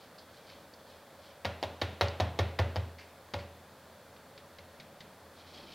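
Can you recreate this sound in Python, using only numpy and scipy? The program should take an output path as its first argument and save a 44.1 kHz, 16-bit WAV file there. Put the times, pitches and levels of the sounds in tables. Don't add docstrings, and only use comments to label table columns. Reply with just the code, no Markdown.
import sys
import numpy as np
from scipy import signal
from scipy.fft import rfft, irfft, next_fast_len
from scipy.io import wavfile

SR = 44100
rng = np.random.default_rng(int(sys.argv[2]) if len(sys.argv) > 2 else 0)


def to_wav(s):
    ch = np.atleast_2d(s).T
    pcm = np.round(np.clip(ch, -1, 1) * 32767)
    wavfile.write(sys.argv[1], SR, pcm.astype(np.int16))


N = 253134

# start in seconds, edge strength in dB, seconds to fall flat, flat strength in dB,
# brightness in dB per octave, hollow boost in dB, hollow pitch in Hz, weight in dB.
KNOCKS = [(1.4485, -31.5, 0.0042, -26, 2.5, 4.5, 750, -39), (1.6277, -29, .0075, -31, 2, 6, 704, -43.5),
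          (1.8152, -31.5, 0.0034, -27, 4, 9.5, 830, -35), (2.0108, -20.5, .0052, -22.5, 2.5, 6, 790, -29.5),
          (2.2001, -24.5, 0.0044, -24.5, .5, 3, 760, -29.5),
          (2.3897, -23, .0027, -22, -1.5, 1.5, 1150, -27.5),
          (2.5883, -30, .0023, -21, -1.5, 5.5, 1070, -26), (2.759, -30.5, 0.0058, -30.5, .5, 2, 1050, -30),
          (3.3373, -31.5, 0.0036, -28, 0, 5, 740, -39)]


def from_db(db):
    return 10 ** (np.asarray(db) / 20)


def rms_one(x):
    return x / np.sqrt(np.mean(x ** 2) + 1e-20)


def at_hz(points, hz):
    known_hz, values = np.transpose(points)
    return np.interp(np.log(np.maximum(hz, 1)), np.log(known_hz), values)


def colour(x, spectrum):
    size = 2 * next_fast_len(len(x))
    gain = from_db(at_hz(spectrum, np.arange(size // 2 + 1) * SR / size))
    cepstrum = irfft(np.log(gain))
    cepstrum[1:size // 2] *= 2
    cepstrum[size // 2 + 1:] = 0
    return irfft(rfft(x, size) * np.exp(rfft(cepstrum)))[:len(x)]


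def ring(clicks, hz, t60):
    r, w = from_db(-60 / (t60 * SR)), 2 * np.pi * hz / SR
    return signal.lfilter([0, np.sin(w)], [1, -2 * r * np.cos(w), r * r], clicks + 1e-18)


def resonate(x, hz, width_hz):
    r, w = np.exp(-np.pi * width_hz / SR), 2 * np.pi * hz / SR
    return signal.lfilter(np.array([1, 0, -1]) * (1 - r * r) / 2, [1, -2 * r * np.cos(w), r * r], x + 1e-18)


def clicks_at(times, levels_db):
    clicks = np.zeros(N)
    clicks[np.round(times * SR).astype(int)] = from_db(levels_db)
    return clicks


def dying(jolts, t60):
    fall = from_db(-120 / (t60 * SR))
    return np.sqrt(signal.lfilter([1], [1, -fall], jolts ** 2 + 1e-24))


def hush(broad_db=-56):
    # frequency in Hz, relative level in dB.
    spectrum = [(15, -100), (25, -15), (58, -20.5), (76, -7.5), (127, -4), (229, -3.5), (301, -6.5),
                (373, -8), (427, -4), (560, -2.5), (1230, -8.5), (1700, -10.5), (2840, -21.5),
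                (3340, -23.5), (16000, -27.5)]
    # centre in Hz, width in Hz, rms level in dB.
    peaks = [(83.8, 2.4, -68.5), (217, 87, -74.5), (561, 34, -65), (3480, 230, -74), (4430, 460, -75.5)]
    air = from_db(broad_db) * rms_one(colour(rng.standard_normal(N), spectrum))
    hum = sum(from_db(db) * rms_one(resonate(rng.standard_normal(N), hz, width)) for hz, width, db in peaks)
    return air + hum


def hiss(level_db=-72.5):
    # frequency in Hz, relative level in dB.
    spectrum = [(15, -36), (25, -13), (277, -5.5), (1610, -17), (1740, -12), (4490, -2.5), (5880, -3.5),
                (14800, -5.5), (16000, -16)]
    return from_db(level_db) * rms_one(colour(rng.standard_normal(N), spectrum))


def room_echo(x, wet_db=-3.5, build_s=0.0018, bands=16):
    # frequency in Hz, t60 in seconds.
    decay = [(100, 1), (550, 0.65), (1500, 0.56), (3500, 0.59), (7000, 0.1), (16000, 0.09)]
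    # frequency in Hz, gain in dB.
    spectrum = [(60, -11), (130, 10.5), (300, -2), (560, -0.5), (900, -3.5), (1500, -2), (3000, 1),
                (4500, -10.5), (7000, -12.5), (16000, 3)]
    edges = np.geomspace(70, 16000, bands + 1)
    white, wash = rng.standard_normal((2, N)), np.zeros(N)
    rise = np.exp(-1 / (build_s * SR))
    for k, (low, high) in enumerate(zip(edges, edges[1:])):
        band = signal.butter(2, [low, high], "band", fs=SR, output="sos")
        hz = np.sqrt(low * high)
        fall = from_db(-120 / (at_hz(decay, hz) * SR))
        power = signal.sosfilt(band, x) ** 2
        energy = signal.lfilter([(1 - rise) * (1 - fall)], [1, -rise - fall, rise * fall], power)
        noise = rms_one(signal.sosfilt(band, white[k % 2]))
        wash += from_db(at_hz(spectrum, hz)) * np.sqrt(np.abs(energy)) * noise
    return from_db(wet_db) * wash


def standing_waves(x):
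    # pitch in Hz, gain in dB, t60 in seconds.
    modes = [(524, -8, 0.42), (569, 5.5, 0.41), (720, -23, 0.19), (1880, -0.5, 0.44), (1990, -1, 0.17),
             (3040, -7, 0.31), (3294, 7.5, 0.28)]
    return sum(from_db(db) * resonate(x, hz, np.log(1000) / (np.pi * t60)) for hz, db, t60 in modes)


def grains(per_s, spread_db):
    sizes = from_db(spread_db * np.minimum(rng.exponential(1, N), 4))
    slips = rng.random(N) < per_s / SR
    return rms_one(slips * sizes * rng.choice([-1, 1], N))


def stick_slip(rate_hz, depth_db):
    slow = signal.sosfilt(signal.butter(2, rate_hz, fs=SR, output="sos"), rng.standard_normal(N))
    return from_db(depth_db * rms_one(slow))


def rubbing(grip_db=-73):
    # middle and length in seconds, rustle in dB, scuff in dB.
    presses = [(0.01, .07, -62.5, -77), (0.352, 0.068, -67.5, -85), (0.5, 0.076, -60.5, -71),
               (0.58, .05, -66.5, -60.5), (0.915, 0.08, -64, -67), (1.265, 0.085, -63.5, -77)]
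    # time in seconds, rustle in dB, scuff in dB.
    slide = [(5.33, -78, -85), (5.39, -58.5, -72), (5.43, -65.5, -70), (5.52, -57, -62), (5.59, -55, -57.5),
             (5.66, -62, -55), (5.73, -54, -64)]
    # frequency in Hz, relative level in dB.
    rustle_spectrum = [(1200, -27), (2000, -10), (2400, 1), (2800, -8.5), (3080, 3.5), (3500, -1.5),
                       (4200, 3), (5300, -4), (6500, -15), (15000, -43)]
    scuff_spectrum = [(50, -3), (100, -1.5), (320, 6.5), (600, 2.5), (1200, -2), (2200, -27), (5000, -38)]
    t = np.arange(N) / SR
    slide_s, *slide_db = np.transpose(slide)
    gains = from_db([np.interp(t, slide_s, db) for db in slide_db])
    for middle_s, length_s, *press_db in presses:
        swell = np.exp(-2 * ((t - middle_s) / length_s) ** 2)
        gains += np.outer(from_db(press_db), swell)
    rustle_gain, scuff_gain = gains
    fine_sand = grains(per_s=2400, spread_db=0.5) * stick_slip(rate_hz=29, depth_db=1.26)
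    rustle = rms_one(colour(fine_sand, rustle_spectrum))
    scuff = rms_one(colour(grains(per_s=970, spread_db=3.5), scuff_spectrum))
    return np.hypot(from_db(grip_db), rustle_gain) * rustle + scuff_gain * scuff


def shifting_grit(touches, grit_hz, width_hz, top_hz):
    grit = rms_one(resonate(grains(per_s=8200, spread_db=1.5), grit_hz, width_hz))
    wall = rms_one(resonate(grains(per_s=3800, spread_db=3), hz=2080, width_hz=450))
    crunch = np.zeros(N)
    for start_s, grit_db, wall_db, t60 in touches:
        crunch += dying(clicks_at(start_s, 0), t60) * (from_db(grit_db) * grit + from_db(wall_db) * wall)
    return signal.sosfilt(signal.butter(4, top_hz, fs=SR, output="sos"), crunch)


def crumbs():
    # start in seconds, grit in dB, wall tick in dB, t60 in seconds.
    falls = [(0.183, -51.5, -75, 0.15), (0.5013, -49, -52, .016), (0.7374, -50.5, -59, .043),
             (2.0835, -35.5, -56, 0.02), (2.9852, -55.5, -53, 0.3), (3.388, -55.5, -53, 0.23),
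             (5.543, -49, -77, 0.05), (5.583, -54, -56, 0.027)]
    return shifting_grit(falls, grit_hz=4570, width_hz=670, top_hz=6200)


def pot(times, levels_db, brightness, hollow_db, hollow_hz, vary_db=2.5, pivot_hz=1500, hollow_octaves=0.34):
    # pitch in Hz, level in dB, t60 in seconds.
    modes = [(192, -26, 0.03), (240, -14, 0.05), (354, -18.5, 0.074), (400, -24, 0.18), (515.5, -18, 0.18),
             (567.7, -18.5, 0.16), (649, -8, 0.062), (741.5, -14, 0.085), (828, -16.5, 0.075),
             (945, -17.5, 0.11), (1104, -14, 0.038), (1400, -24, 0.015), (1418, -24.5, 0.22),
             (1660, -14, 0.021), (1803, -19.5, 0.11), (1870, -16, 0.05), (2157, -16.5, 0.046),
             (2500, -32, 0.016), (3110, -13, 0.014), (3340, -25, 0.031), (3730, -14.5, 0.048),
             (3870, -10, 0.012), (4450, -17, 0.029), (4870, -13, 0.0084)]
    scatter_db = vary_db * rng.standard_normal((len(times), len(modes)))
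    ringing = np.zeros(N)
    for k, (hz, mode_db, t60) in enumerate(modes):
        tilt_db = brightness * np.log2(hz / pivot_hz)
        middle_db = hollow_db * np.exp(-(np.log2(hz / hollow_hz) / hollow_octaves) ** 2)
        strikes = clicks_at(times, levels_db + mode_db + tilt_db + middle_db + scatter_db[:, k])
        ringing += (-1) ** k * ring(strikes, hz, t60)
    return ringing


def pats(click_db=1, wall_db=-2.5, thump_db=-1):
    # start in seconds, strength in dB.
    strokes = [(4.1643, -59.5), (4.3771, -50.5), (4.5856, -49.5), (4.7991, -46.5), (5.0055, -45.5)]
    times, strength_db = np.transpose(strokes)
    click = pot(times, strength_db + click_db, brightness=3.1, hollow_db=-8, hollow_hz=700)
    touches = [(start_s, db, db + wall_db, 0.057) for start_s, db in strokes]
    grit = shifting_grit(touches, grit_hz=4030, width_hz=1100, top_hz=5900)
    thump = ring(clicks_at(times, strength_db + thump_db), hz=170, t60=0.044)
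    return click + grit + thump


def boom(weight_lag_s=0.002, low_cut_hz=42):
    # pitch in Hz, gain in dB, t60 in seconds.
    modes = [(84.5, 2, 0.49), (105.2, 7.5, 0.16), (111.8, -2, 0.29), (134.8, -18, 0.79),
             (198.8, -16.5, 0.44)]
    edge_s, _, fall_s, *_, weight_db = np.transpose(KNOCKS)
    push = clicks_at(edge_s + fall_s + weight_lag_s, weight_db)
    swing = sum((-1) ** k * from_db(db) * ring(push, hz, t60) for k, (hz, db, t60) in enumerate(modes))
    return signal.sosfilt(signal.butter(2, low_cut_hz, "high", fs=SR, output="sos"), swing)


def contacts(rebound_s=0.0032, rebound_db=-12.5):
    edge_s, edge_db, fall_s, flat_db, *tone, _ = np.transpose(KNOCKS)
    flat_s = edge_s + fall_s
    hop_s = flat_s + rebound_s * rng.uniform(0.71, 1.372, len(KNOCKS))
    hop_db = flat_db + rebound_db
    return np.hstack([(edge_s, edge_db, *tone), (flat_s, flat_db, *tone), (hop_s, hop_db, *tone)])


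def knocks(crack_db=8, jump_db=-5, settle_db=-19):
    # frequency in Hz, gain in dB.
    spectrum = [(100, -12), (260, 3), (700, 8), (1500, -2.5), (2500, -3.5), (3200, -2.5), (4200, -5),
                (5200, -8), (6700, -17), (7600, -29), (11000, -27), (16000, -34)]
    times, levels_db, brightness, hollow_db, hollow_hz = contacts()
    jolts = clicks_at(times, levels_db + brightness)
    crack = from_db(crack_db) * dying(jolts, t60=0.009) * rng.standard_normal(N)
    jump = from_db(jump_db) * dying(jolts, t60=0.095) * grains(per_s=8400, spread_db=5)
    settle = from_db(settle_db) * dying(jolts, t60=0.29) * grains(per_s=3400, spread_db=0.5)
    plastic = pot(times, levels_db, brightness, hollow_db, hollow_hz)
    return plastic + colour(crack + jump + settle, spectrum)


def scene():
    handling = knocks() + pats() + crumbs() + rubbing()
    centre = handling + room_echo(handling) + standing_waves(handling) + boom() + hush()
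    return centre + hiss() * np.array([[1], [-1]])


def record(dry):
    return signal.sosfilt(signal.ellip(12, .1, 80, 15800, fs=SR, output="sos"), dry)


dry = scene()
out = record(dry)
to_wav(out)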